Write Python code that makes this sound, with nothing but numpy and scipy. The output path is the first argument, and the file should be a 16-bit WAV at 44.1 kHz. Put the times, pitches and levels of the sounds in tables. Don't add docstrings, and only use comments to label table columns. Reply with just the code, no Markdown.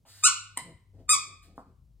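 import sys
import numpy as np
from scipy import signal
from scipy.fft import rfft, irfft
from scipy.io import wavfile

SR = 44100
rng = np.random.default_rng(int(sys.argv[2]) if len(sys.argv) > 2 else 0)


def to_wav(sig):
    pcm = np.clip(np.atleast_2d(sig), -1, 1) * 32767
    pcm = np.round(pcm).astype(np.int16)
    wavfile.write(sys.argv[1], SR, pcm.T)


N = 88200
T = np.arange(N) / SR
LEFT_RIGHT = np.array([[1], [-1]])

# f/Hz, level/dB
HOUSE_SPECTRUM = [(25, -22), (70, -5), (130, -5), (220, -17.5), (600, -30), (1500, -44), (5000, -41.5),
                  (15000, -46.5)]
# t/s, level/dB
RUMBLE_LEVELS = [(0, -100), (.3, -79), (.6, -73), (.9, -66), (1.08, -60.5), (1.3, -74), (1.45, -60),
                 (1.65, -66), (2, -57.5)]
# t/s, f/Hz, level/dB
HUM_CURVE = [(.03, 93.5, -88), (.1, 100.5, -64.5), (.32, 99.2, -58.5), (.52, 101.6, -58), (.6, 95.1, -68.5),
             (.82, 96.4, -71.5), (.88, 95.8, -60), (1.13, 100.1, -60.5), (1.2, 98.7, -66.5),
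             (1.27, 108, -63), (1.38, 84.3, -60), (1.46, 85.4, -64), (1.7, 82, -63), (2, 69.7, -69.5)]
# start/s, attack/s, hold/s, release/s, level/dB, f/Hz
COT_NUDGES = [(0.611, 0.01, 0.093, .14, -55.5, 147.4), (0.734, 0.013, 0.016, .08, -54.5, 98),
              (0.942, 0.009, 0.19, .2, -58, 95), (1.638, 0.021, 0.244, .3, -65, 139.6)]
# start/s, attack/s, hold/s, release/s, level/dB
FABRIC_RUBS = [(.24, 0.018, .04, .08, -69.5), (.62, 0.03, 0.069, .12, -55.5),
               (0.928, 0.018, 0.063, 0.16, -58.5), (1.14, 0.023, 0.13, 0.34, -64.5),
               (1.42, .04, .1, 0.19, -65.5), (1.64, 0.024, 0.046, 0.11, -64)]
FINGER_GRIP = (.051, .002, .015, .2, -65)
# f/Hz, level/dB
RUB_SPECTRUM = [(60, -7), (150, 4), (300, 2), (700, -9.5), (1100, -27), (2500, -33), (5000, -33.5),
                (14000, -44)]
GRIP_SPECTRUM = [(150, -6), (500, -5), (850, 4), (1200, -3), (2000, -15), (2800, -9), (5000, -21.5),
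                 (14000, -35)]
# t/s, level/dB
BULB_POPS = [(0.5732, -35.5), (1.5796, -32.5)]
# f/Hz, level before filtering/dB, T60/s
BULB_MODES = [(287, -9.5, 0.057), (520, -16, .025), (820, -13.5, 0.03), (1112, 10, 0.0067),
              (1130, -11.5, 0.006)]
# start/s, attack/s, hold/s, release/s, level/dB
AIR_PUFFS = [(0.054, 0.036, 0.26, 0.023, -57), (1.42, 0.01, 0.019, 0.21, -64),
             (1.553, .01, 0.038, 0.15, -74)]
# t/s, level/dB
REED_SNAPS = [(0.2365, -28.5), (1.0924, -28)]
# f/Hz, level/dB
AIR_SPECTRUM = [(300, -22.5), (1100, -6.5), (1700, -1.5), (2500, -8), (4500, 4), (5900, -5.5), (7500, 1),
                (9500, -1), (12000, -7.5), (14500, -4), (16000, -17)]
SNAP_SPECTRUM = [(300, -33), (900, -15.5), (1700, 2.5), (3000, -12), (5500, -7.5), (8000, 1), (11000, -12),
                 (15000, -16)]
# t/s, f/Hz, level/dB
SQUEAK_CURVES = [
    [(.227, 1224, -42.5), (.236, 1220, -32.5), (.2374, 1224, -18), (.246, 1258, -17.5), (.256, 1361, -15),
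     (.263, 1477, -19), (.272, 1455, -15.5), (.278, 1163, -21.5), (.29, 1079, -26.5), (.298, 979, -42)],
    [(1.082, 1205, -51), (1.0908, 1210, -31.5), (1.0928, 1209, -21), (1.103, 1233, -19.5),
     (1.114, 1273, -18), (1.125, 1246, -20), (1.136, 1155, -20), (1.151, 1118, -22.5), (1.157, 1014, -34.5),
     (1.163, 948, -50.5)],
]
CHIRP_CURVE = [(.563, 929.2, -59), (.5722, 945.5, -43), (.5738, 1062, -26.5), (.579, 961, -30),
               (.581, 871, -43.5)]
# f/Hz, level/dB
BLOWN_SPECTRA = [
    [(500, -31.5), (950, -4), (1200, -8.5), (1500, -9), (1800, -15), (2600, -12), (3700, -13), (4900, -11),
     (6200, -8.5), (7400, -1), (8700, -4), (9800, -12), (11500, -46.5), (14300, -29), (16000, -47)],
    [(500, -40.5), (950, -5.5), (1170, -4), (1500, -13), (2450, -11.5), (3700, -13.5), (4950, -9),
     (6200, -10.5), (7400, -1.5), (8700, -1.5), (9800, -10), (11500, -35.5), (14300, -22.5), (16000, -41)],
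]
SUCKED_SPECTRUM = [(500, -14.5), (1000, -4), (2050, -7.5), (3100, -14), (4500, -14), (6200, -25),
                   (7400, -8), (8400, 0), (10000, -5.5), (12000, -19), (15000, -19.5)]
# f/Hz, T60/s, level/dB, left-right coherence (0-1)
ROOM_BANDS = [(154, 0.61, -5.5, .9), (613.2, 0.17, -0.5, 1), (1250, 0.5, -2, 0.4), (2500, 0.54, -0.5, 0.6),
              (4780, 0.42, -1, 0), (6700, 0.37, -3.5, 1), (8957, 0.33, -9, .95), (13400, .31, -9.5, 1)]
# f/Hz, lead of the left/rad
PORT_PHASES = [(400, 0), (1200, -.9), (2700, .4), (4900, 3.2), (6200, 4.0), (7400, 5.4), (8600, 6.25),
               (9900, 7.3), (12000, 9.5), (14000, 11.8)]


def undb(db):
    return 10 ** (np.asarray(db) / 20)


def unit(x):
    return x / np.sqrt(np.mean(x ** 2))


def on_log(hz, points):
    f, values = np.array(points).T
    return np.interp(np.log(hz + 1e-9), np.log(f), values)


def noise(spectrum):
    gain = undb(on_log(np.fft.rfftfreq(N, 1 / SR), spectrum))
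    return unit(irfft(rfft(rng.standard_normal(N)) * gain, N))


def ringing_noise(hz, width_hz):
    detuning = (np.fft.rfftfreq(N, 1 / SR) - hz) / width_hz
    return unit(irfft(rfft(rng.standard_normal(N)) / (1 + (2 * detuning) ** 2), N))


def wander(rate_hz):
    return 1.2 * np.interp(T * rate_hz, np.arange(N), rng.standard_normal(N))


def decay(age, t60):
    return np.exp(-np.log(1000) * age / t60)


def swell(start, attack, hold, release, db):
    since_hold = np.maximum(T - start - attack - hold, 0)
    return undb(db) * np.clip((T - start) / attack, 0, 1) * decay(since_hold, release)


def house():
    return undb(-68.5) * (noise(HOUSE_SPECTRUM) + 0.39 * noise(HOUSE_SPECTRUM) * LEFT_RIGHT)


def rumble(centre_hz=49, spread_hz=3):
    phase = 2 * np.pi * np.cumsum(centre_hz + spread_hz * wander(35)) / SR
    level_db = np.interp(T, *np.array(RUMBLE_LEVELS).T) + 1.5 * wander(10)
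    return np.sqrt(2) * np.sin(phase) * undb(level_db)


def hum():
    times, hz, db = np.array(HUM_CURVE).T
    pitch = np.interp(T, times, hz) * (1 + 0.0099 * wander(4.7))
    phase = 2 * np.pi * np.cumsum(pitch) / SR
    return np.sqrt(2) * np.sin(phase) * undb(np.interp(T, times, db) + 3.5 * wander(12))


def cot():
    return sum(swell(*envelope) * ringing_noise(hz, width_hz=47) for *envelope, hz in COT_NUDGES)


def fabric():
    rubs = noise(RUB_SPECTRUM) * sum(swell(*rub) for rub in FABRIC_RUBS)
    grip = noise(GRIP_SPECTRUM) * swell(*FINGER_GRIP)
    return (rubs + grip) * undb(2.5 * wander(44))


def bulb(contact_s=0.00095, low_cut_hz=173):
    ring = np.zeros(N)
    for start, db in BULB_POPS:
        age = np.maximum(T - start, 0)
        for hz, mode_db, t60 in BULB_MODES:
            ring += undb(db + mode_db) * np.sin(2 * np.pi * hz * age) * decay(age, t60)
    lag = np.arange(-176, 177) / SR
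    push = np.exp(-(4 * lag / contact_s) ** 2)
    knock = np.convolve(ring, push / push.sum(), "same")
    return signal.sosfilt(signal.butter(2, low_cut_hz, "high", fs=SR, output="sos"), knock)


def hiss():
    return noise(AIR_SPECTRUM) * sum(swell(*puff) for puff in AIR_PUFFS)


def snaps(t60=0.015):
    return noise(SNAP_SPECTRUM) * sum(swell(start, .0004, 0, t60, db) for start, db in REED_SNAPS)


def reed(curve, spectrum, air_db, harmonics=14, jitter=.0016, shimmer_db=1):
    times, hz, db = np.array(curve).T
    pitch = np.interp(T, times, hz) * (1 + jitter * wander(1100))
    phase = 2 * np.pi * np.cumsum(pitch) / SR
    effort_db = np.interp(T, times, db)
    sounding = (T > times[0]) & (T < times[-1])
    k = np.arange(1, harmonics + 1)[:, None]
    partial_hz = k * pitch[sounding]
    dulling_db = 0.58 * (effort_db[sounding] - db.max()) * np.minimum(partial_hz / 6000, 1)
    gains = undb(on_log(partial_hz, spectrum) + dulling_db) * (partial_hz < SR / 2)
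    dispersion_rad = 0.23 * k ** 2
    tone = np.zeros(N)
    tone[sounding] = unit(np.sum(gains * np.sin(k * phase[sounding] - dispersion_rad), axis=0))
    pulsed_air = undb(air_db) * noise(spectrum) * (1 + np.cos(phase))
    return (tone + pulsed_air) * sounding * undb(effort_db + shimmer_db * wander(300))


def squeaker(squeak_air_db=(-36.5, -42)):
    squeaks = sum(reed(*squeak) for squeak in zip(SQUEAK_CURVES, BLOWN_SPECTRA, squeak_air_db))
    return squeaks + reed(CHIRP_CURVE, SUCKED_SPECTRUM, air_db=-14.5)


def room(source, gap_s=0.0013, build_s=0.0099, early_db=4, early_s=0.019):
    f = np.fft.rfftfreq(N, 1 / SR)
    centres_hz = [band[0] for band in ROOM_BANDS]
    mid, side = rfft(rng.standard_normal((2, N)))
    onset = np.clip((T - gap_s) / build_s, 0, 1) * (1 + undb(early_db) * np.exp(-T / early_s))
    response = 0
    for selector, (_, t60, db, coherence) in zip(np.eye(len(ROOM_BANDS)), ROOM_BANDS):
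        band_gain = on_log(f, list(zip(centres_hz, selector)))
        pair = np.sqrt((1 + coherence) / 2) * mid + np.sqrt((1 - coherence) / 2) * side * LEFT_RIGHT
        fade = onset * decay(T, t60)
        response += undb(db) * irfft(pair * band_gain, N) * fade / np.linalg.norm(fade)
    return signal.fftconvolve(source[None], response, axes=1)[:, :N]


def ports(pair):
    lead_rad = np.interp(np.fft.rfftfreq(2 * N, 1 / SR), *np.array(PORT_PHASES).T)
    return irfft(rfft(pair, 2 * N) * np.exp(.5j * lead_rad * LEFT_RIGHT))[:, :N]


def scene(bass_left_db=5.5):
    toy = hiss() + snaps() + squeaker() + bulb() + fabric()
    quiet = house()
    toy_in_room = ports(toy + room(toy))
    bass = (cot() + hum() + rumble()) * undb(LEFT_RIGHT * bass_left_db / 2)
    return quiet + bass + toy_in_room


def record(dry):
    return signal.sosfilt(signal.ellip(8, .2, 70, 16000, fs=SR, output="sos"), dry)


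dry = scene()
out = record(dry)
to_wav(out)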